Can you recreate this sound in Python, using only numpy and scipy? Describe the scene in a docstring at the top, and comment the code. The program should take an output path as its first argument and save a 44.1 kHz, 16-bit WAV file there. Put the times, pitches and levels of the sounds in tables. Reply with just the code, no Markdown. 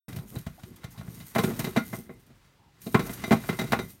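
"""A low rub, a swish of sand and padded footfalls: a chinchilla is climbing into its plastic bath house.
It scrabbles and rolls in the fine sand, rests, and rolls again. Paws and body knock the hollow shell,
harder blows shake the wire cage beside it, fur brushes the walls and paws squeak faintly on the plastic.
One microphone, close by, in a small, quiet room."""
import sys
import numpy as np
from scipy import signal
from scipy.fft import rfft, irfft, next_fast_len
from scipy.io import wavfile
from scipy.ndimage import uniform_filter1d, map_coordinates

SR = 44100
rng = np.random.default_rng(int(sys.argv[2]) if len(sys.argv) > 2 else 0)


def dump(signal):
    """Clip the signal to [-1, 1] and save it as 16-bit WAV at the path in sys.argv[1]."""
    limited = np.clip(np.atleast_2d(signal).T, -1, 1)
    pcm = np.round(limited * 32767).astype(np.int16)
    wavfile.write(sys.argv[1], SR, pcm)


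N = 176400

# The body shifting on the tray. Each row: time in seconds, relative level in dB.
RUB_LEVELS = [(.06, -31), (.088, -37), (.2, -39.5), (.29, -50), (.36, -33), (.44, -72), (.7, -51.5),
              (.92, -55), (1.12, -44.5), (1.32, -54.5), (1.46, -35.5), (1.58, -36), (1.73, -47.5),
              (1.95, -47), (2.18, -54.5), (2.45, -69), (2.77, -66), (2.93, -43.5), (3.05, -34), (3.2, -43),
              (3.42, -42.5), (3.66, -41), (3.83, -38.5), (3.9, -48), (4, -67)]
# The tray's rumble. Each row: frequency in Hz, gain in dB.
TRAY_COLOUR = [(25, -64), (45, 4.5), (80, -2.5), (120, 7), (170, 4.5), (235, 1.5), (290, -4), (370, -5),
               (520, -16.5), (1000, -22.5), (2500, -39), (6000, -103)]
# Fur brushing walls and bedding. Each row: time in seconds, relative level in dB.
FUR_LEVELS = [(.08, -47), (.26, -67), (.35, -57), (.55, -59.5), (.7, -61), (.81, -55), (.93, -60),
              (1.1, -57), (1.3, -57), (1.55, -45.5), (1.88, -54.5), (2.15, -68.5), (2.47, -62.5),
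              (2.68, -79), (2.77, -64.5), (2.9, -58), (3.13, -44.5), (3.42, -46), (3.68, -44), (3.9, -61.5),
              (4, -74)]
# The tone of that brushing. Each row: frequency in Hz, gain in dB.
FUR_COLOUR = [(200, 8), (600, -1.5), (1100, 5), (2000, 2), (2800, -1.5), (3900, -3.5), (5200, -5),
              (8500, -7.5), (15000, -14)]
# Wall resonances that the fur excites. Each row: frequency in Hz, width in Hz, gain in dB.
BRUSHED_MODES = [(1100, 60, 3), (1421, 50, 4), (2050, 70, 8), (3836, 60, 4), (4650, 90, -1)]
# Claws flicking sand. Each row: start in seconds, level in dB, time to the peak in seconds.
CLAW_FLICKS = [(0.084, -50, .0038), (0.159, -45, 0.0052), (.385, -43.5, .0031), (0.759, -52, 0.0043),
               (0.903, -54, 0.013), (1.591, -32, 0.0039), (2.193, -64, 0.0089), (2.262, -64, .0046),
               (3.061, -41, .0065), (3.132, -38.5, 0.0051)]
# Sand sliding through fur and over the tray. 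Each row: time in seconds, relative level in dB.
SAND_LEVELS = [(.06, -100), (.088, -56.5), (.24, -59.5), (.37, -55), (.43, -62), (.57, -65), (.62, -66.5),
               (.68, -55.5), (.73, -72), (.83, -76), (.93, -69), (1.04, -62.5), (1.15, -54), (1.32, -55.5),
               (1.44, -44.5), (1.53, -52), (1.66, -48.5), (1.73, -54.5), (1.86, -51), (1.98, -51),
               (2.1, -69.5), (2.4, -86), (2.79, -98), (2.82, -51.5), (3.0, -51), (3.14, -52), (3.21, -57),
               (3.4, -52), (3.62, -54), (3.82, -57), (3.93, -55), (4, -73)]
# The sand's hiss. Each row: frequency in Hz, gain in dB.
SAND_COLOUR = [(150, -33), (500, -19), (1000, -9), (2000, -8), (2800, -7.5), (4000, -5), (5200, -5.5),
               (6500, -1), (7600, -6.5), (8800, 1.5), (10300, -3.5), (12000, 3), (14000, 0.5),
               (15800, -4.5)]
# Blows on the house. Each row: start in seconds, contact time in seconds,
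# relative levels of thump, shell clatter and gritty scrape in dB, favoured pitch in Hz.
KNOCKS = [(.127, 0.0093, -41.5, -58, -52.5, 125), (.162, 0.014, -35.5, -51, -51, 125),
          (.186, .004, -36, -54, -57, 125), (.356, 0.019, -34.5, -50, -50, 3900),
          (.388, 0.0064, -47, -67, -59, 175), (.464, 0.0091, -33, -45.5, -51.5, 3900),
          (.632, 0.0077, -41.5, -56, -55, 3900), (.833, 0.0042, -72, -52, -63, 1400),
          (.84, 0.0079, -38, -49, -48, 3900), (.975, 0.033, -37.5, -54, -53, 3900),
          (1.01, 0.0053, -48, -50, -68, 1400), (1.076, 0.008, -39, -57, -65, 175),
          (1.2, 0.021, -43, -56.5, -52, 1860), (1.349, 0.0058, -39, -39, -41, 800),
          (1.356, 0.015, -26, -26.5, -45.5, 724), (1.381, 0.019, -25, -28, -34, 480),
          (1.435, 0.015, -22.5, -35, -36, 199), (1.472, 0.025, -29, -41.5, -61, 376),
          (1.498, 0.023, -32, -43.5, -63, 200), (1.591, 0.02, -30.5, -39, -39, 125),
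          (1.641, .015, -34, -40.5, -38, 2060), (1.667, .018, -32, -43, -49, 374),
          (1.761, 0.023, -19.5, -27, -36.5, 234), (1.928, 0.018, -34, -39.5, -60, 2060),
          (1.982, 0.013, -41.5, -62, -80, 234), (2.092, 0.018, -40.5, -51.5, -77, 2050),
          (2.3, .012, -54, -72, -74, 127), (2.863, 0.016, -33.5, -58, -48, 234),
          (2.943, 0.013, -16.5, -20.5, -38, 1070), (2.992, 0.015, -27.5, -35.5, -41.5, 374),
          (3.046, 0.068, -40, -43, -62, 1060), (3.092, .009, -37, -45, -49, 2060),
          (3.237, 0.0088, -35, -36, -43, 2050), (3.278, 0.0036, -34.5, -47, -62, 175),
          (3.307, 0.0088, -18, -28, -41, 1400), (3.316, .023, -17.5, -23, -33.5, 720),
          (3.438, 0.011, -52, -46, -58, 2060), (3.488, 0.019, -26, -33, -39.5, 1380),
          (3.527, 0.0071, -35, -43, -56, 378), (3.588, 0.014, -31, -34, -37, 2040),
          (3.611, 0.013, -31.5, -38.5, -43, 125), (3.637, 0.0095, -32.5, -50, -71, 378),
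          (3.72, 0.0061, -27.5, -30, -33.5, 880), (3.729, 0.0095, -28.5, -23, -40.5, 1430),
          (3.788, 0.013, -30.5, -36, -43.5, 378)]
# Resonances of the hollow shell. Each row: frequency in Hz, width in Hz, gain in dB.
SHELL_MODES = [(130, 32, -.5), (172, 30, -1), (238, 32, 4.5), (378, 34, 0), (425, 36, -8), (470, 40, -6),
               (655, 44, -1), (798, 18, -7), (924, 26, -14), (1034, 17, -7), (1100, 20, -9),
               (1310, 50, -15), (1421, 20, -6), (1870, 45, -14), (2060, 50, -11), (2360, 60, -16),
               (3900, 240, -20)]
# Broad response of the walls. Each row: frequency in Hz, gain in dB.
WALL_COLOUR = [(22, -66), (45, -8), (100, -2), (230, 2), (310, -16.5), (600, -12), (1200, -14), (1600, -13),
               (2100, -19.5), (2900, -22), (4000, -23.5), (5200, -26.5), (9000, -31), (15500, -31)]
# Paws slipping. Each row: start and length in seconds, first and last pitch in Hz, level in dB.
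SQUEAKS = [(0.309, .042, 310, 295, -59), (0.577, 0.022, 840, 710, -53.5), (.652, 0.064, 376, 321, -53.5),
           (0.937, 0.048, 880, 1080, -60.5), (2.571, 0.15, 920, 842, -68)]
# Bumps on the cage. Each row: start in seconds, relative level in dB, brightness in dB per octave.
CAGE_BUMPS = [(1.383, -42, -3), (1.643, -47, 0), (1.763, -30, -8), (1.93, -43, -17), (2.093, -50, -20),
              (2.991, -41, -1), (3.238, -35, 0), (3.325, -33, -10), (3.49, -38, -7), (3.589, -34.5, 0),
              (3.73, -35, -6), (3.789, -37.5, 1)]
# Modes of the cage wire. Each row: frequency in Hz, gain in dB.
WIRE_MODES = [(1988, -7.5), (2052, -6), (2116, -10), (2358, -13), (3707, -11), (3836, -4), (4066, -11),
              (4650, -12), (5948, -10)]
# The small room's decay. Each row: frequency in Hz, seconds to fall 60 dB.
ROOM_T60 = [(100, 0.23), (700, 0.14), (2000, 0.19), (5000, 0.14)]
# The room's own hush. 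Each row: frequency in Hz, gain in dB.
ROOM_TONE_COLOUR = [(25, 3.5), (130, 0), (250, -12), (900, -18), (3000, -21.5), (6000, -27), (10000, -35),
                    (15500, -34)]

RISE_S, SCATTER_DB = .0015, 2.2  # rise of a hard contact; chance spread of the modes from blow to blow


def amp(db):
    """Gain of a level in dB."""
    return 10 ** (np.asarray(db) / 20)


def unit(x):
    """x at rms 1."""
    return x / np.sqrt(np.mean(x ** 2) + 1e-20)


def along(points, hz):
    """(Hz, value) points read on a log axis."""
    f, v = np.transpose(points)
    return np.interp(np.log(hz + 1), np.log(f + 1), v)


def level(rows):
    """Gain per sample of an (s, dB) curve."""
    return amp(np.interp(np.arange(N) / SR, *np.transpose(rows)))


def wobble(rate):
    """A smooth random curve, rate knots a second."""
    return map_coordinates(rng.standard_normal(N // 8), [np.arange(N) * rate / SR], mode="wrap")


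def coloured(x, points, resonances=()):
    """x through a causal filter: an (Hz, dB) curve with resonances standing on it."""
    size = 2 * next_fast_len(len(x))
    f = np.fft.rfftfreq(size, 1 / SR)
    power = amp(along(points, f)) ** 2
    for hz, width, db in resonances:
        power += amp(db) ** 2 / (1 + ((f - hz) / (.78 * width)) ** 2) ** 2
    cepstrum = irfft(np.log(power) / 2)
    cepstrum[1:size // 2] *= 2  # folded for minimum phase
    cepstrum[size // 2 + 1:] = 0
    return irfft(rfft(x, size) * np.exp(rfft(cepstrum)))[:len(x)]


def band(x, hz, kind, order=4):
    """Butterworth filter."""
    return signal.sosfilt(signal.butter(order, hz, kind, fs=SR, output="sos"), x)


def add(out, start, x):
    """Mix x into out, start seconds in."""
    i = round(start * SR)
    out[i:i + len(x)] += x[:N - i]


def hollow(x, echo_db, span_s=.008):
    """Close echoes between the walls of the house colour the sound inside it."""
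    echoes = rng.standard_normal(int(span_s * SR))
    return x + amp(echo_db) * signal.fftconvolve(x, echoes / np.linalg.norm(echoes))[:len(x)]


def rubbing(gain_db=-2, jerk_db=2):
    """The body drags in jerks over the tray, which rumbles."""
    drag = rng.standard_normal(N) * amp(jerk_db * wobble(35))
    return amp(gain_db) * level(RUB_LEVELS) * unit(coloured(drag, TRAY_COLOUR))


def fur(gain_db=-4, bristle_db=2.2):
    """Fur brushes softly and unevenly, duller than the sand, and rings in the walls."""
    hairs = rng.standard_normal(N) * amp(bristle_db * wobble(90))
    return amp(gain_db) * level(FUR_LEVELS) * unit(coloured(hairs, FUR_COLOUR, BRUSHED_MODES))


def claw_flicks():
    """Sand spurts where a claw flicks it."""
    out, t = np.zeros(N), np.arange(SR // 6) / SR
    for start, db, peak_s in CLAW_FLICKS:
        hiss = unit(coloured(rng.standard_normal(len(t)), SAND_COLOUR))
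        add(out, start, amp(db) * hiss * t / peak_s * np.exp(1 - t / peak_s))
    return out


def sand(gain_db=.5, grain_db=3.5, flutter_db=2.4, ticks_per_s=170):
    """As the animal moves, fine grains hiss and single coarse ones tick on the plastic."""
    fine = rng.standard_normal(N) * amp(grain_db * wobble(1900))
    ticks = (rng.random(N) < ticks_per_s / SR) * amp(4 * rng.standard_normal(N))
    coarse = band(ticks, 350, "low", order=1) * rng.standard_normal(N)  # each tick is a tiny noise burst
    grains = unit(fine) + amp(-4) * unit(coarse)
    movement = amp(gain_db + flutter_db * wobble(45)) * level(SAND_LEVELS)
    return movement * unit(coloured(hollow(grains, echo_db=-13), SAND_COLOUR))


def struck_shell(envelope, response):
    """The shell answers a scuff of tiny contacts that drives all frequencies about equally."""
    scuff = rng.standard_normal(len(envelope)) * envelope
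    white = irfft(np.exp(1j * np.angle(rfft(scuff))), len(scuff))
    local_rms = np.sqrt(np.abs(uniform_filter1d(white ** 2, size=200)) + 1e-20)
    return signal.fftconvolve(envelope * white / local_rms, response)[:len(scuff)]


def blow(x, db, span_s=.03):
    """x with the energy of a sound held at db for span_s."""
    return x * amp(db) / np.sqrt(np.sum(x ** 2) / (span_s * SR))


def knocks(inside_s=1.3, thump_hz=510, scrape_hz=2600, favour_db=5.5, favour_octaves=.2):
    """Paws and body strike the house: a low thump, a clatter of shell and a gritty scrape."""
    out, t = np.zeros(N), np.arange(SR // 3) / SR
    for start, contact_s, thump_db, clatter_db, scrape_db, favoured_hz in KNOCKS:
        modes = []
        for hz, width, db in SHELL_MODES:  # the spot struck favours the modes near one pitch
            lift_db = favour_db * np.exp(-(np.log2(hz / favoured_hz) / favour_octaves) ** 2)
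            modes.append((hz, width, db + lift_db + SCATTER_DB * rng.normal()))
        response = coloured(signal.unit_impulse(len(t)), WALL_COLOUR, modes)
        contact = np.exp(-(t / contact_s) ** 2)
        lid_chatter = amp(-8 - 60 * t / .09)
        body_settling = amp(-14 - 60 * t / .08)
        hard = struck_shell((1 - np.exp(-t / RISE_S)) * (contact + lid_chatter), response)
        weight = struck_shell((1 - np.exp(-t / .001)) * (contact + body_settling), response)
        if start < inside_s:  # until the animal is inside, its padded feet thump lower
            thump = band(weight, 170, "low")
        else:
            thump = band(weight, [115, thump_hz], "band", order=2)
        clatter = band(hard, [thump_hz, scrape_hz], "band", order=3)
        scrape = band(hollow(hard, echo_db=-3), scrape_hz, "high")
        add(out, start, blow(thump, thump_db - .5))
        add(out, start, blow(clatter, clatter_db - 1))
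        add(out, start, blow(scrape, scrape_db - 2))
    return out


def squeaks(waver=.11):
    """Paws stick and slip on the plastic: short, unsteady tones."""
    out = np.zeros(N)
    for start, length, first_hz, last_hz, db in SQUEAKS:
        n = int(length * SR)
        hz = np.linspace(first_hz, last_hz, n) * (1 + waver * wobble(369)[:n])
        tone = np.sqrt(2) * np.sin(2 * np.pi * np.cumsum(hz) / SR)
        add(out, start, amp(db) * signal.windows.tukey(n) * tone)
    return out


def cage(low_hz=2000, low_t60_s=.205):
    """The wires ring briefly when the house bumps them; the higher modes die sooner."""
    out, t = np.zeros(N), np.arange(SR // 3) / SR
    for start, db, tilt_db in CAGE_BUMPS:
        ring = np.zeros(len(t))
        for hz, mode_db in WIRE_MODES:
            polarity = rng.choice([-1, 1])
            struck_db = mode_db + tilt_db * np.log2(hz / low_hz) + SCATTER_DB * rng.normal()
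            t60 = low_t60_s * np.sqrt(low_hz / hz)
            ring += polarity * amp(struck_db - 60 * t / t60) * np.sin(2 * np.pi * hz * t)
        add(out, start, amp(db) * ring * (1 - np.exp(-t / RISE_S)))
    return out


def room(x, delay_s=.006):
    """The near walls return a short tail in which each frequency dies at its own speed."""
    hz, t, spectrum = signal.stft(rng.standard_normal(SR // 2), SR, nperseg=256)
    decay = amp(-60 * t / along(ROOM_T60, hz)[:, None])
    tail = signal.istft(spectrum * decay, SR, nperseg=256)[1]
    tail = np.concatenate([np.zeros(int(delay_s * SR)), tail])
    return signal.fftconvolve(x, tail / np.linalg.norm(tail))[:N]


def scene(reverb_db=-9, room_tone_db=-61.5):
    """The bath house close up, the room behind it, over a faint room tone."""
    bath = knocks() + cage() + claw_flicks() + sand() + fur() + rubbing() + squeaks()
    room_tone = amp(room_tone_db) * unit(coloured(rng.standard_normal(N), ROOM_TONE_COLOUR))
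    return (bath + amp(reverb_db) * room(bath) + room_tone)[None]


def record(dry, silent_s=.0822, low_cut_hz=48, top_hz=15900):
    """A moment of silence, then the microphone, which sheds the deepest bass and the highest treble."""
    fade_in = np.clip((np.arange(N) / SR - silent_s) / .00052, 0, 1)
    picked_up = band(dry, low_cut_hz, "high", order=3) * fade_in
    size = next_fast_len(N + SR // 2)
    passband = np.fft.rfftfreq(size, 1 / SR) < top_hz
    return irfft(rfft(picked_up, size) * passband, size)[:, :N]


dry = scene()
out = record(dry)
dump(out)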